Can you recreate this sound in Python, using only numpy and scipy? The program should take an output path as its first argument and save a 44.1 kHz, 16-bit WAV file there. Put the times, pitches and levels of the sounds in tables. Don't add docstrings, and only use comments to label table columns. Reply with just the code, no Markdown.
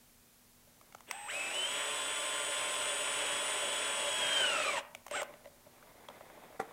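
import sys
import numpy as np
from scipy import signal
from scipy.fft import rfft, irfft, next_fast_len
from scipy.io import wavfile
from scipy.ndimage import uniform_filter1d, map_coordinates

SR = 44100
rng = np.random.default_rng(int(sys.argv[2]) if len(sys.argv) > 2 else 0)


def unload_audio(sound):
    columns = np.transpose(np.atleast_2d(sound))
    steps = np.round(np.clip(columns, -1, 1) * 32767)
    wavfile.write(sys.argv[1], SR, steps.astype(np.int16))


def to_linear_factor(level_db):
    exponent = np.asarray(level_db, float) / 20
    return 10 ** exponent


N = 296440
T = np.arange(N) / SR

# time in seconds, commutation in Hz, load in dB.
CREEP = [
    (1.085, 89.6, 10.5),
    (1.125, 231, 0),
    (1.155, 267.6, 1),
    (1.265, 283.6, 0),
    (1.282, 343.5, 0),
]
# time in seconds, commutation in Hz, load in dB.
DRIVE = [(1.3, 563, 1), (1.33, 739.5, 1.5), (1.37, 783.2, 0.5), (1.5, 793.7, 1), (1.56, 902.5, 1.5),
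         (1.66, 948, 0), (1.7, 1002, 1), (1.9, 1039, 0.5), (3.16, 1035, 2), (3.3, 999, 2.5),
         (3.44, 1029, 2.5), (4.15, 1008, 2.5), (4.39, 953.6, 5), (4.51, 848, 5), (4.69, 727.4, 6),
         (4.76, 624.7, 7), (4.79, 534, 9)]
# time in seconds, commutation in Hz, load in dB.
SQUEEZE = [
    (5.115, 135, 8.5),
    (5.13, 302, 8),
    (5.145, 380, 10),
    (5.16, 470, 9),
    (5.201, 444, 7.5),
    (5.221, 306, 6),
]
# frequency in Hz, width in Hz, level in dB.
PLYWOOD = [(117, 31, -11.5), (203, 59, -15.5), (306, 102, -14), (408.6, 34, -7.5), (588.8, 45.7, 1),
           (678, 130, -9.5), (931, 260, -10.5)]
# time in seconds, snap level in dB, ring in dB relative to the snap.
TOUCHES = [
    (0.671, -68, -7),
    (5.338, -58.5, 7.5),
    (5.444, -59, 2),
    (5.45, -61, 7),
    (5.456, -50, 1),
    (5.472, -56, -1),
    (5.664, -56.5, -12),
    (6.373, -58.5, -5),
]
# time in seconds, snap level in dB.
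HANDLING = [(5.827, -48.5), (6.099, -43.5), (6.158, -56), (6.208, -42.5), (6.253, -59), (6.3, -46),
            (6.436, -47), (6.525, -49), (6.651, -50), (6.71, -46)]
# time in seconds, level in dB.
KNOCK = [
    (6.594, -41.5),
    (6.598, -29.5),
    (6.611, -40),
]

FULL_SPEED_HZ = 1030
MESH = 3.29
SEAT_S, SEAT_RISE_S = 4.06, 0.092
SQUEEZING = T >= SQUEEZE[0][0]


def unit(x):
    return x / np.sqrt(np.mean(x ** 2) + 1e-20)


def along(points, hz):
    f, v = np.transpose(points)
    return np.interp(np.log(hz + 1), np.log(f + 1), v)


def curves(*tables):
    s, *cols = np.concatenate(tables).T
    gate = sum((T >= rows[0][0]) & (T <= rows[-1][0]) for rows in tables)
    return [np.interp(T, s, c) for c in cols], uniform_filter1d(gate * 1., size=200)


def wobble(rate):
    return map_coordinates(rng.standard_normal(int(N * rate / SR) + 4), [T * rate])


def tone(db, phase):
    return np.sqrt(2) * to_linear_factor(db) * np.sin(phase)


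def filtered(x, response):
    m = next_fast_len(N + SR // 2)
    return irfft(rfft(x, m) * response(np.fft.rfftfreq(m, 1 / SR)), m)[..., :N]


def resonances(modes):
    def mode(f, centre, width, db):
        return to_linear_factor(db) * 1j * f * width / (centre * centre - f * f + 1j * f * width)
    return lambda f: sum((-1) ** k * mode(f, *row) for k, row in enumerate(modes))


def grit(spectrum, spiky_db, rate):
    flicker = to_linear_factor(spiky_db * wobble(rate))
    return unit(filtered(flicker * rng.standard_normal(N), lambda hz: to_linear_factor(along(spectrum, hz))))


def bite():
    return np.clip((T - 2.0) / 0.9, 0, 1)


def seating():
    return 1 - np.exp(-np.clip(T - SEAT_S, 0, None) / SEAT_RISE_S)


def motor():
    (hz, load_db), on = curves(CREEP + DRIVE, SQUEEZE)
    unsteady = 1 + 0.001564 * wobble(24.77) + 0.004 * wobble(6.5)
    turn = 2 * np.pi * np.cumsum(hz * unsteady) / SR
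    tones = whistle(hz, load_db, turn) + whine(hz, load_db, turn) + shaft(hz, turn)
    tones += first_touch(hz, load_db, turn) + strain(hz, turn)
    wake_hz = 170
    return tones * on * (1 - np.exp(-(hz / wake_hz) ** 2))


def whistle(hz, load_db, turn):
    # frequency in Hz, level in dB.
    flanks = [(6930, -61), (7190, -68), (7300, -53), (7500, -51.5), (7700, -63), (8240, -50), (8550, -57),
              (9000, -44.5)]
    # multiple of the whistle, multiple of commutation, level in dB.
    far_flanks = [(1, 2, -33), (1, 4, -40), (2, -1, -41)]
    chop_hz = 7965.5
    chop = 2 * np.pi * chop_hz * T

    def flank_db(side):
        return along(flanks, chop_hz + side * hz) + 0.38 * load_db

    whistle_db = -45 + 9.5 * np.log2(hz / FULL_SPEED_HZ) + 0.1 * load_db
    upper_db = flank_db(1) + 3.5 * (bite() - 1 - seating()) + 0.5 * wobble(12)
    lower_db = flank_db(-1.2) + 4.5 * wobble(7.6)
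    out = tone(whistle_db + 0.25 * wobble(30), chop)
    out += tone(upper_db, chop + turn) + tone(lower_db, chop - turn)
    for m, k, db in far_flanks:
        out += tone(whistle_db + db + 9.0, m * chop + k * turn + 1.3 * wobble(40))
    return out


def whine(hz, load_db, turn):
    # mesh frequency in Hz, level in dB.
    shell = [(880, -53.5), (1200, -42), (1900, -41), (2560, -38.5), (2720, -45), (2920, -34), (3120, -34),
             (3400, -44.5)]
    seated = seating()
    blur = np.where(SQUEEZING, 1, 0.45 + 3.6 * seated * (1 - hz / FULL_SPEED_HZ))
    grind_below_hz = 700
    grind = seated * np.clip(4 * (1 - hz / grind_below_hz) + 0.5, 0, 1)
    whine_db = along(shell, MESH * hz) + 0.54 * load_db + 0.7 * wobble(13)
    whine_db += np.where(SQUEEZING, 8, 3.5 * seated)
    whine_db += -5.0 - 10 * grind + (2.1 + 2.9 * grind) * wobble(70)
    return tone(whine_db, MESH * turn + blur * wobble(90))


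def shaft(hz, turn):
    # multiple of commutation, level in dB, unsteadiness in dB, growth as a power of speed.
    orders = [(.3, -67, 2.5, 3.2), (.41, -58, 6, 4.5), (.574, -54.5, -1, 6), (.875, -55, -4, 2.5),
              (1, -50, 1, 2.9), (1.125, -59.5, -7, 2), (1.37, -58, 1, 5.4), (1.7, -59, 0.5, 2.1),
              (2.27, -68, 8, 3.8), (2.75, -53.5, 1, 2.6), (3, -48, 0, 1), (6.58, -64, -1, 1.8)]
    out = np.zeros(N)
    for k, db, shake_db, growth in orders:
        steady = tone(db + shake_db * wobble(12) / 2, k * turn + 0.45 * wobble(30))
        out += (hz / FULL_SPEED_HZ) ** growth * steady
    return out


def first_touch(hz, load_db, turn):
    rise = 1 + np.tanh((T - 1.125) / 0.012)
    end_s = 1.315
    starting = rise * (1 - np.tanh((T - end_s) / 0.011)) / 4
    third_db = -54
    crossing = np.exp(-((5 * hz - 2760) / 700) ** 2)
    out = tone(third_db + load_db + wobble(40), 3 * turn) + crossing * tone(-41.5, 5 * turn)
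    out += tone(third_db - 3.5, 2 * MESH * turn) * wobble(110)
    case_hz = 2545
    return starting * out + (T < end_s) * tone(-59, 2 * np.pi * case_hz * T) * wobble(60)


def strain(hz, turn):
    # multiple of commutation, dB relative to the groan.
    strained = [(4.13, -17), (4.85, -17), (5.44, -17), (5.91, -17), (7.25, -20)]
    # multiple of commutation, level in dB.
    stalled = [(1.7, -45), (4.75, -42.5), (5.5, -53), (6.6, -48)]
    groan_db = -41.5 - 53 * (1 - seating()) - 60 * (T < SEAT_S)
    groan_db = np.where(SQUEEZING, -68, groan_db)
    out = tone(groan_db, MESH / 2 * turn) * unit(wobble(200))
    out += sum(tone(groan_db + db, k * turn) * wobble(30) for k, db in strained)
    stalled_hz = 470
    stall = sum(tone(db - 1.0, k * turn) * wobble(130) for k, db in stalled)
    return out + SQUEEZING * (hz / stalled_hz) ** 4 * stall


def gears():
    # frequency in Hz, level in dB per Hz.
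    housing_colour = [(470, -26), (800, -3.5), (893, -10.5), (961, -12), (1030, -3), (1250, -5), (1420, 0),
                      (1620, -2.5), (2840, 0), (3480, -4), (4600, -32.5), (5980, -12.5), (10100, -120)]
    brush_colour = [(3000, -28), (3800, -4), (4490, -14), (5200, -8.5), (6200, -15), (6800, -5.5),
                    (7400, -12), (8300, -9.5), (9300, -9), (9700, -26), (11000, -60)]
    fan_colour = [(8500, -38), (9600, 3.5), (10500, -3.5), (12500, -7.5), (14400, -13), (15500, -21),
                  (15900, -22)]
    # dB, dB per octave of speed, dB per dB of load.
    brush_law = (-9.5, 2.4, 0.053)
    hum_law = (-1.98, 1.3, 0.59)
    fan_law = (-22.5, 0.2, -1.05)
    (hz, load_db), driven = curves(CREEP + DRIVE, SQUEEZE)
    coast_s = 0.015
    on = np.clip(2 * uniform_filter1d(driven, size=round(4 * coast_s * SR)), 0, 1) ** 2
    octaves = np.log2(hz / FULL_SPEED_HZ)

    def law_db(db, per_octave, per_load):
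        return db + per_octave * octaves + per_load * load_db

    rattle_db = law_db(-45, 6.5, 1)
    rattle_db += 1.6 * SQUEEZING * wobble(75)
    housing = to_linear_factor(2.5 + 0.71 * wobble(14)) * grit(housing_colour, spiky_db=1.0, rate=700)
    arcing_db = 0.5 * np.clip((T - SEAT_S) / SEAT_RISE_S / 2, 0, 1)
    brush_db = law_db(*brush_law) + 5.0 + arcing_db + 0.2 * wobble(9)
    brushes = to_linear_factor(brush_db) * grit(brush_colour, spiky_db=3.0, rate=820)
    fan_db = law_db(*fan_law) + 11.0 + 0.74 * wobble(9)
    fan = to_linear_factor(fan_db) * grit(fan_colour, spiky_db=3.0, rate=600)
    push = to_linear_factor(1.04 * wobble(150) + 0.72 * wobble(18)) * rng.standard_normal(N)
    box = filtered(filtered(push, resonances(PLYWOOD)), resonances([(535, 630, 0)]))
    hum = to_linear_factor(law_db(*hum_law) - 3.0 + 1.5 * bite()) * unit(box)
    return on * to_linear_factor(rattle_db) * (housing + brushes + hum + fan)


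def clicks():
    # time in seconds, snap in dB, ring in Hz, then ring and plywood in dB relative to the snap.
    tool_clicks = [(0.812, -51, 2170, -8, -17), (0.924, -52, 2160, -5, -17), (0.948, -38, 2200, -11, -40),
                   (0.984, -56, 3060, -9, -20), (1.006, -44.5, 2000, -11, -33), (1.111, -32, 2100, 5, -29),
                   (4.406, -35, 5210, -8, -12), (4.949, -41.5, 2315, 5.5, -11.5),
                   (5.065, -38, 2136, -10.5, -23), (5.081, -43, 2124, -4.5, -15),
                   (5.111, -39, 2127, 1, 0.5), (5.217, -31.5, 2928, -9, -4),
                   (5.23, -30, 1923, -14.5, -12.5)]
    screw = (6.086, -41, 3360, -2, -9)
    # ring in Hz, then ring and plywood in dB relative to the snap.
    handle = (2230, -17, -13)
    tick_db = -7
    soft_db = tick_db - 9
    contacts = [hit + (tick_db,) for hit in tool_clicks]
    contacts += [hit + handle + (soft_db,) for hit in HANDLING]
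    contacts += [screw + (tick_db - 7.0,)]
    contacts += [(s, db, 2000, ring_db, 4.5, soft_db) for s, db, ring_db in TOUCHES]

    out, pushes = np.zeros(N + SR), np.zeros(N + SR)
    t = np.arange(SR // 20) / SR
    chatter = np.exp(-(t / 0.0037) ** 2) * (1 - np.exp(-t / 0.00008))
    chatter += 0.073 * to_linear_factor(-60 * t / 0.015)

    def band(x, lo_hz, hi_hz):
        return unit(signal.sosfilt(signal.butter(2, [lo_hz, hi_hz], "band", fs=SR, output="sos"), x))

    def crest(x):
        return x * chatter / np.max(abs(x * chatter))

    chance = rng.standard_normal((len(contacts), 4, len(t)))
    for (s, db, hz, ring_db, wood_db, bright_db), (a, b, c, d) in zip(contacts, chance):
        snap = to_linear_factor(1.0) * crest(band(a, 670, 1270))
        ring = to_linear_factor(ring_db + 2.5) * crest(np.sin(2 * np.pi * hz * t) + 0.74 * band(b, 2280, 3460))
        tick = crest(band(c, 5200, 9400) + 0.5 * band(c, 11400, 17000))
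        tick *= to_linear_factor(bright_db + 0.47 * ring_db + 8.0)
        push = chatter * (0.36 * d + np.sin(2 * np.pi * PLYWOOD[4][0] * t))
        start = round(s * SR)
        out[start:][:len(t)] += to_linear_factor(db) * (snap + ring + tick)
        pushes[start:][:len(t)] += to_linear_factor(db + wood_db + 13.0) * push
    return out[:N] + filtered(pushes[:N], resonances(PLYWOOD))


def knock():
    # frequency in Hz, level in dB, t60 in seconds.
    lid = [(295, -18, 0.13), (441, 1, 0.053), (488, -5, 0.046), (784, 4, 0.039), (1160, -1, 0.036),
           (1370, 5, 0.021), (1710, -6, 0.027), (1930, -6, .03), (2290, -15, .04)]
    out, t = np.zeros(N + SR), np.arange(SR // 4) / SR
    skin = signal.butter(2, [4000, 10000], "band", fs=SR, output="sos")
    strengths = rng.standard_normal((len(KNOCK), len(lid)))
    for (s, db), row in zip(KNOCK, strengths):
        ring = np.zeros(len(t))
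        for (hz, level, t60), r in zip(lid, row):
            ring += to_linear_factor(level + 1.2 * r - 60 * t / t60) * np.sin(2 * np.pi * hz * t)
        slap = signal.sosfilt(skin, rng.standard_normal(len(t)))
        ring += to_linear_factor(-12 - 60 * t / 0.056) * slap
        out[round(s * SR):][:len(t)] -= to_linear_factor(db + 1.0) * ring * (1 - np.exp(-t / 0.0015))
    return out[:N]


def rustle():
    # time in seconds, level in dB.
    tugs = [
        [(0.5, -86), (0.9, -68.5), (0.97, -76), (1.08, -72)],
        [(5.25, -60), (5.62, -71.5), (5.79, -63), (6.07, -61.5), (6.13, -59.5), (6.565, -56.5), (6.585, -67),
         (6.63, -58), (6.72, -61)],
    ]
    # frequency in Hz, level in dB per Hz.
    low_colour = [(88, -37), (150, -7), (241, -6), (412, -4), (612, -1), (1020, -5), (1600, -17),
                  (2080, -37), (3520, -120)]
    high_colour = [(820, -17), (1400, 4.5), (2170, 8), (2400, 4), (2870, -3), (3590, 1), (5000, -19),
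                   (6500, -48), (11000, -120)]

    def scuff(s, db, t60):
        return (T >= s) * to_linear_factor(db - 60 * np.clip(T - s, 0, None) / t60)

    (db,), on = curves(*tugs)
    palm_s, palm_db = KNOCK[1]
    scuffs = scuff(palm_s, palm_db - 14.5, 0.1)
    scuffs += sum(scuff(s, hit_db - 25.0, 0.091) for s, hit_db, *_ in HANDLING + TOUCHES)
    tug = on * to_linear_factor(db + 1.67 * wobble(30)) + scuffs
    bright = to_linear_factor(-6.5 + 0.54 * wobble(7))
    low = grit(low_colour, spiky_db=-2.0, rate=75)
    return tug * (low + bright * grit(high_colour, spiky_db=-1.0, rate=210))


def walls(x):
    # frequency in Hz, t60 in seconds.
    decay = [(200, 0.39), (600, 0.63), (2000, 0.44), (5000, 0.14), (8000, 0.11)]
    hz, t, z = signal.stft(rng.standard_normal(SR), SR, nperseg=256)
    tail = signal.istft(z * to_linear_factor(-60 * t / along(decay, hz)[:, None]), SR, nperseg=256)[1]
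    return signal.fftconvolve(np.pad(x, (400, 0)), tail / np.linalg.norm(tail))[:N]


def workshop():
    # frequency in Hz, level in dB per Hz.
    quiet = [(12, -53), (20, 1), (65, -12), (100, -4.5), (155, -9.5), (220, -9), (320, -13.5),
             (1000, -17.5), (3000, -20.5), (10000, -19.5), (15900, -20.5)]
    # frequency in Hz, level in dB.
    mains = [(241.5, -75.5)]
    hum = sum(tone(db + 1.4 * wobble(7.2), 2 * np.pi * hz * T) for hz, db in mains)
    return to_linear_factor(-63) * grit(quiet, spiky_db=-0.1, rate=11) + hum


def scene():
    tones, rattle, hits = motor(), gears(), clicks() + knock()
    far = walls(to_linear_factor(-16.5) * tones + to_linear_factor(-14.5) * rattle + to_linear_factor(-18.5) * hits)
    return (tones + rattle + hits + far + rustle() + workshop())[None]


def roll_off(x):
    return signal.sosfilt(signal.butter(12, 16370, fs=SR, output="sos"), x)


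def record(dry):
    top_hz = 15830
    return roll_off(filtered(dry, lambda hz: hz < top_hz))


dry = scene()
out = record(dry)
unload_audio(out)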